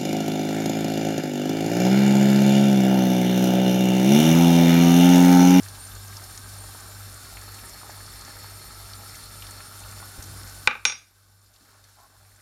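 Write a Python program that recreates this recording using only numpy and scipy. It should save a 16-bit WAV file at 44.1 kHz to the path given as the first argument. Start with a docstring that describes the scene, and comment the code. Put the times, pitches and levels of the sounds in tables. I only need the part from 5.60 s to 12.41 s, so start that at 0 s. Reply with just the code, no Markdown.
"""Sauce frying on a gas hob

Tomato sauce sizzles and plops as steam bursts in the pan; a pasta pot bubbles beside it.
Gas jets hiss, a high whistle wavers, a fan motor hums, a hand rumbles on the recorder's case.
A dropped steel spoon hits the worktop with two sharp knocks, which duck the gain.
While the gain creeps back, a wooden spoon stirs the sauce and the sizzle flares."""
import sys
import numpy as np
from scipy import signal
from scipy.fft import rfft, irfft, next_fast_len
from scipy.io import wavfile

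SR = 44100
rng = np.random.default_rng(int(sys.argv[2]) if len(sys.argv) > 2 else 0)


def transcribe(u):
    """Save the signal u as a 16-bit wav file named by the first command-line argument.

    u: samples, shape (n,) or (channels, n), limited to [-1, 1]; the rate is SR.
    q: integer samples, one column per channel.
    """
    v = np.clip(np.atleast_2d(u).T, -1, 1)
    q = np.round(v * 32767).astype(np.int16)
    wavfile.write(sys.argv[1], SR, q)


N = 300320
TIME_S = np.arange(N) / SR
CUTOFF_HZ = 15800

# microphone path (time [s], place [0 over pan, 1 over pot])
MIC_PATH = [(0, 0), (1.45, .05), (1.8, .55), (2.1, .96), (2.8, .88), (3.4, .65), (4, .55), (4.5, .28),
            (5, .15)]
# sizzle spectrum (frequency [Hz], relative density [dB])
SIZZLE_SPECTRUM = [(300, -6), (1000, -10.5), (2000, -4.5), (3000, -3), (4000, 4), (6200, 1), (7600, 2.5),
                   (8400, -3), (9600, -1.5), (11000, -1.5), (11500, -2.5), (13000, -10.5), (14000, -3.5),
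                   (16000, -13.5)]
# bubbling spectrum (frequency [Hz], relative density [dB])
BUBBLING_SPECTRUM = [(100, -8), (250, -3.5), (450, -5), (750, 1.5), (1000, -3.5), (1400, 2), (1900, -4.5),
                     (2800, -12), (5000, -23)]
# loudest sauce plops, oil spits and drips from the spoon (time [s], level [dB], pitch [Hz])
LOUD_POPS = [(.032, -30, 5980), (0.061, -31.5, 1650), (.526, -32.5, 1680), (.568, -28, 5240),
             (.640, -33, 5860), (.776, -27.5, 6200), (1.148, -29.5, 875), (1.770, -30, 2140),
             (2.232, -31, 890), (2.294, -29.5, 770), (2.843, -29.5, 864), (3.334, -29.5, 4300),
             (3.554, -32, 6050), (3.823, -29.5, 2800), (3.909, -30, 7340), (4.005, -33, 1800),
             (4.427, -31, 1110), (4.625, -29, 6400), (5.961, -28, 3550), (6.240, -26, 4970)]
# random spits and plops (rate [1/s], level [dB], median pitch [Hz], spread [octaves])
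FAINT_POP_KINDS = [(4.5, -34.5, 6000, .25), (2.2, -38, 2200, .6)]
# steel spoon landings (time [s], blow [dB], contact cutoff [Hz], ring relative to blow [dB])
SPOON_LANDINGS = [(5.074, 9, 1800, -11.5), (5.111, -4, 1620, -20.5), (5.1287, -18.5, 1950, -20),
                  (5.1520, -8.5, 1280, -21.5), (5.2522, 6, 8900, 4.5), (5.2971, -7, 6030, -2.5),
                  (5.3218, -11, 4030, -14)]
# worktop modes (frequency [Hz], gain [dB], t60 [s])
WORKTOP_MODES = [(235, -33, 0.063), (330, -31.5, 0.0296), (523, -23, 0.03), (830, -19, 0.046),
                 (1200, -13.5, 0.025), (1480, -8, 0.016), (1650, -8.5, 0.015), (1950, -6, 0.014),
                 (2380, 1, 0.013), (2890, -3, 0.01), (3660, 1.5, 0.008), (4780, 6, 0.0018), (6860, 0, .005),
                 (10000, -19.5, 0.0023), (13500, -23.5, .004)]
# steel spoon modes (frequency [Hz], gain [dB], t60 [s])
SPOON_MODES = [(1550, -54.5, 0.33), (2160, -36, 0.15), (3450, -32, 0.14), (4931, -32.5, 0.42),
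               (5650, -16, 0.12), (6045, -32.5, .12), (6406, -16, 0.07), (6950, -40, 0.265),
               (8769, -25.5, 0.15), (10270, -27, 0.13), (15560, -38.5, 0.17)]
# wooden spoon strokes (start [s], length [s], level [dB], centre [Hz])
STIR_STROKES = [(5.995, .05, -48.5, 230), (6.09, 0.11, -49.5, 1200), (6.361, 0.11, -43, 850),
                (6.488, .1, -52, 885)]
# burner resonances (centre [Hz], width [Hz], level [dB], change over pot [dB])
BURNER_BANDS = [(770, 270, -64.5, -3), (1157, 224, -59, -5), (1800, 950, -65, 6.5), (3560, 310, -66, 1),
                (4356, 360, -60, 6.5), (5377, 350, -59.5, 3.5), (7150, 240, -61.5, 0),
                (9310, 320, -60, -3.5), (10170, 560, -57.5, 0.5), (11650, 205, -71, 1.5),
                (11960, 380, -58.5, -9.5), (12330, 600, -57.5, 2), (14200, 250, -95, -6.5)]
# hob's hollow tone (microphone place [0-1], centre [Hz], level [dB])
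HOLLOW_BY_PLACE = [(0, 1570, -57.5), (.5, 1370, -55), (1, 1230, -61)]
# high hiss near 9 kHz: a wavering whistle with one brief spit (time [s], level before trim [dB])
HIGH_HISS_LEVELS = [(0.0, -59), (0.1, -56), (0.25, -46.5), (0.38, -56.5), (1.06, -50), (1.36, -61),
                    (1.4, -51), (1.9, -62), (2.05, -52.5), (2.11, -58), (3.64, -53.5), (3.66, -70),
                    (3.78, -45.5), (3.91, -62), (4.12, -51), (4.7, -58.5)]
# fan draught spectrum (frequency [Hz], relative density [dB])
DRAUGHT_SPECTRUM = [(15, -22), (30, -18), (42, -5), (55, 3.5), (72, -12), (120, -7), (180, -12.5),
                    (400, -19), (1500, -45), (5000, -80)]
# hand shifts on the case (start [s], length [s], level [dB])
HAND_SHIFTS = [(4.574, .03, -41.5), (4.6, .28, -48.5)]
# case rumble spectrum (frequency [Hz], relative density [dB])
RUMBLE_SPECTRUM = [(20, -17.5), (45, 0.5), (90, -4), (200, -10.5), (400, -17), (900, -30), (3000, -74)]


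def sizzle():
    """Water flashes to steam in oil: thousands of tiny bursts a second, in flurries."""
    bursts = grains(per_s=7000 * from_db(2 * drift(16)), spread_db=2.5)
    return colour(kitchen(bursts, near_db=-6.5, far_db=-11), SIZZLE_SPECTRUM)


def bubbling(t60_cycles=9, pitch_count=20):
    """Small bubbles break in sauce and pasta water, each ringing briefly at its own pitch."""
    bursts = grains(per_s=1100, spread_db=3.5)
    pitch_index = rng.integers(0, pitch_count, N)
    rings = sum(ring(bursts * (pitch_index == k), hz, t60_cycles / hz) * hz
                for k, hz in enumerate(np.geomspace(200, 3200, pitch_count)))
    return colour(kitchen(rings, near_db=-13.5, far_db=-5), BUBBLING_SPECTRUM)


def pops(t60_cycles=9, chirp=0.12, spray_gain=0.86, spray_t60_s=0.03):
    """A bubble bursts with a short rising ring and throws a fine spray."""
    out, t = np.zeros(N), TIME_S[:SR // 20]
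    for start_s, db, hz in LOUD_POPS + faint_pops():
        t60_s = t60_cycles / hz
        phase = 2 * np.pi * hz * t * (1 + chirp * np.minimum(t / t60_s, 1))
        bubble = np.sin(phase) * decay(t, t60_s)
        spray = noise_band(hz, 0.6 * hz, len(t)) * decay(t, spray_t60_s)
        add(out, start_s, from_db(db) * (bubble + spray_gain * spray) / (1 + spray_gain))
    return kitchen(out, near_db=-13.5, far_db=-16)


def faint_pops(count=80, spread_db=1):
    """Random bursts as rows of (time [s], level [dB], pitch [Hz])."""
    rows = []
    for per_s, db, hz, octaves in FAINT_POP_KINDS:
        times_s = np.cumsum(rng.exponential(1, count)) / per_s
        strength, detune = rng.standard_normal((2, count))
        pitches_hz = np.minimum(hz * 2 ** (octaves * detune), CUTOFF_HZ)
        rows += zip(times_s, db + spread_db * strength, pitches_hz)
    return [row for row in rows if row[0] < TIME_S[-1]]


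def steel_spoon(chatter_s=0.000803, chatter_step_db=-10.5, contacts=3):
    """Each landing chatters and makes the worktop clack; a hard, free one also rings the spoon."""
    blows, spoon_drive = np.zeros((2, N))
    for start_s, db, contact_hz, ring_db in SPOON_LANDINGS:
        push = from_db(db) * low_pass(signal.unit_impulse(SR // 100), contact_hz)
        add(spoon_drive, start_s, from_db(ring_db) * push)
        for k in range(contacts):
            add(blows, start_s + k * chatter_s, from_db(k * chatter_step_db) * push)
    clack = sum((-1) ** k * from_db(db) * ring(blows, hz, t60_s)
                for k, (hz, db, t60_s) in enumerate(WORKTOP_MODES))
    steel = sum(from_db(db) * ring(spoon_drive, hz, t60_s) for hz, db, t60_s in SPOON_MODES)
    clack = kitchen(clack, near_db=-1, far_db=-9, near_t60_s=0.036, far_t60_s=0.3, treble_t60_s=0.2)
    return clack + kitchen(steel, near_db=-15.5, far_db=1)  # echoes make the ring waver


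def wooden_spoon():
    """Wood drags over the pan floor: dense slips, muffled by sauce."""
    out = np.zeros(N)
    for start_s, length_s, db, hz in STIR_STROKES:
        slips = grains(per_s=1000, spread_db=0) + 1e-18
        scrape = unit_rms(resonate(slips, hz, width_hz=0.55 * hz))
        out += from_db(db) * swell(start_s, length_s) * scrape
    return kitchen(out, near_db=-4, far_db=-18)


def stir_flare(start_s=5.93, attack_s=0.15, settle_s=0.33):
    """Stirring brings wet sauce onto hot metal: the pan flares, then settles. Envelope, 0-1."""
    age_s = TIME_S - start_s
    return np.clip(age_s / attack_s, 0, 1) * np.exp(-np.maximum(age_s - attack_s, 0) / settle_s)


def burners(over_pot, flutter_db=2, sway_db=0.9):
    """Gas jets hiss through burner resonances, which swell or fade as the microphone moves."""
    out = np.zeros(N)
    for hz, width_hz, db, pot_db in BURNER_BANDS:
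        level_db = db + pot_db * over_pot + sway_db * drift(2.84) + flutter_db * drift(18)
        out += from_db(level_db) * noise_band(hz, width_hz)
    return out


def hollow_tone(over_pot, width_hz=130):
    """A narrow band of hob hiss: pitch sinks towards the pot, level peaks halfway."""
    hz, db = curves(HOLLOW_BY_PLACE, over_pot)
    baseband = low_pass(rng.standard_normal(N) + 1j * rng.standard_normal(N), width_hz / 2)
    carrier = np.exp(2j * np.pi * np.cumsum(hz) / SR)
    return from_db(db) * unit_rms((baseband * carrier).real)


def high_hiss(trim_db=-0.5, steady_db=-58, flutter_db=1.5):
    """Narrow hiss near 9 kHz: a whistle wavering above a steady floor, with one brief spit."""
    level_db, = curves(HIGH_HISS_LEVELS, TIME_S)
    gain = np.hypot(from_db(level_db + trim_db), from_db(steady_db))
    return gain * from_db(flutter_db * drift(6)) * noise_band(hz=8950, width_hz=210)


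def fan(over_pot, mains_hz=50, shaft_hz=48.955, pot_db=-5, waver_db=1):
    """The motor slips behind the mains, so twice its shaft rate beats against the magnetic hum."""
    def tone(hz, db):
        return from_db(db + waver_db * drift(5.6)) * np.cos(2 * np.pi * hz * TIME_S)

    hum = tone(2 * shaft_hz, db=-43) + tone(2 * mains_hz, db=-51)
    draught = from_db(-53) * colour(rng.standard_normal(N), DRAUGHT_SPECTRUM)
    return hum * from_db(pot_db * over_pot) + tone(shaft_hz, db=-52) + draught


def handling():
    """Each shift of the hand rumbles through the recorder's case."""
    envelope = sum(from_db(db) * swell(start_s, length_s) for start_s, length_s, db in HAND_SHIFTS)
    return envelope * colour(rng.standard_normal(N), RUMBLE_SPECTRUM)


def kitchen(x, near_db, far_db, near_t60_s=0.068, far_t60_s=0.34, treble_t60_s=0.24, split_hz=3500):
    """Add quick reflections off hob and tiles, then a room tail whose treble dies first."""
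    t = TIME_S[:SR // 2]
    near, far, bright = rng.standard_normal((3, len(t))) * (t > 0.0015)
    early = near * decay(t, near_t60_s)
    treble = (bright - low_pass(bright, split_hz)) * decay(t, treble_t60_s)
    tail = low_pass(far, split_hz) * decay(t, far_t60_s) + 0.44 * treble
    echoes = from_db(near_db) * unit_rms(early) + from_db(far_db) * unit_rms(tail)
    return x + signal.fftconvolve(x, echoes / np.sqrt(len(t)))[:N]


def from_db(db):
    return 10 ** (np.asarray(db) / 20)


def unit_rms(x):
    return x / np.sqrt(np.mean(x ** 2) + 1e-20)


def decay(t, t60_s):
    return np.exp(-np.log(1000) * t / t60_s)


def swell(start_s, length_s):
    """Rounded rise and fall, peak 1."""
    progress = np.clip((TIME_S - start_s) / length_s, 0, 1)
    return np.sqrt(np.sin(np.pi * progress).clip(0))


def curves(rows, at):
    """Interpolate each later column against the first."""
    knots, *columns = np.transpose(rows)
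    return [np.interp(at, knots, column) for column in columns]


def drift(corner_hz, hop=40):
    """Slow random wander, rms 1."""
    r = np.exp(-2 * np.pi * corner_hz * hop / SR)
    noise = rng.standard_normal(N // hop + 2002)
    slow = signal.lfilter([1], [1, -2 * r, r * r], noise)[2000:]
    return np.interp(np.arange(N) / hop, np.arange(len(slow)), unit_rms(slow))


def grains(per_s, spread_db):
    """Random clicks, many small and few large."""
    sizes = from_db(spread_db * np.minimum(rng.exponential(1, N), 5))
    return sizes * rng.choice([-1, 1], N) * (rng.random(N) < per_s / SR)


def colour(x, spectrum):
    """Shape by a spectrum; rms 1."""
    hz, db = np.transpose(spectrum)
    size = next_fast_len(N)
    bins_hz = np.maximum(np.fft.rfftfreq(size, 1 / SR), 1)
    gain = from_db(np.interp(np.log(bins_hz), np.log(hz), db))
    return unit_rms(irfft(rfft(x, size) * gain, size)[:N])


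def resonate(x, hz, width_hz):
    """Four-pole resonance, peak gain 1."""
    r = np.exp(-np.pi * width_hz / SR)
    g = (1 - r * r) / 2
    return signal.sosfilt([[g, 0, -g, 1, -2 * r * np.cos(2 * np.pi * hz / SR), r * r]] * 2, x)


def noise_band(hz, width_hz, samples=N):
    return unit_rms(resonate(rng.standard_normal(samples), hz, width_hz))


def ring(clicks, hz, t60_s):
    """A unit click starts a decaying sine of height 1."""
    r, w = decay(1 / SR, t60_s), 2 * np.pi * hz / SR
    return signal.lfilter([0, np.sin(w)], [1, -2 * r * np.cos(w), r * r], clicks + 1e-18)


def low_pass(x, hz):
    return signal.sosfilt(signal.butter(2, min(hz, SR / 2 - 1), fs=SR, output="sos"), x + 1e-18)


def add(out, start_s, sound):
    i = int(start_s * SR)
    out[i:i + len(sound)] += sound[:N - i]


def scene():
    """All sources at one microphone that moves from pan to pot and most of the way back."""
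    over_pot, = curves(MIC_PATH, TIME_S)
    flare = stir_flare()
    sizzle_db = -48.5 - 1.5 * over_pot + 4 * flare
    bubbling_db = -53 + 2 * over_pot + 6 * flare
    food = from_db(sizzle_db) * sizzle() + from_db(bubbling_db) * bubbling()
    hob = burners(over_pot) + hollow_tone(over_pot) + high_hiss()
    return (food + hob + fan(over_pot) + steel_spoon() + wooden_spoon() + handling() + pops())[None]


def record(dry, limit_db=-5, recovery_db_per_s=2.5, attack_s=0.0014, ceiling=0.72):
    """Gain control ducks fast and recovers slowly; overshoot soft-clips; the top is cut."""
    over_db = np.maximum(20 * np.log10(np.abs(dry[0]) + 1e-9) - limit_db, 0)
    recovery_db = recovery_db_per_s * TIME_S
    held_db = np.maximum.accumulate(over_db + recovery_db) - recovery_db
    r = np.exp(-1 / (attack_s * SR))
    ducked = dry * from_db(-signal.lfilter([1 - r], [1, -r], held_db))
    clipped = ceiling * np.tanh(ducked / ceiling)
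    return signal.sosfilt(signal.ellip(10, 0.1, 80, CUTOFF_HZ, fs=SR, output="sos"), clipped)


dry = scene()
out = record(dry)
transcribe(out)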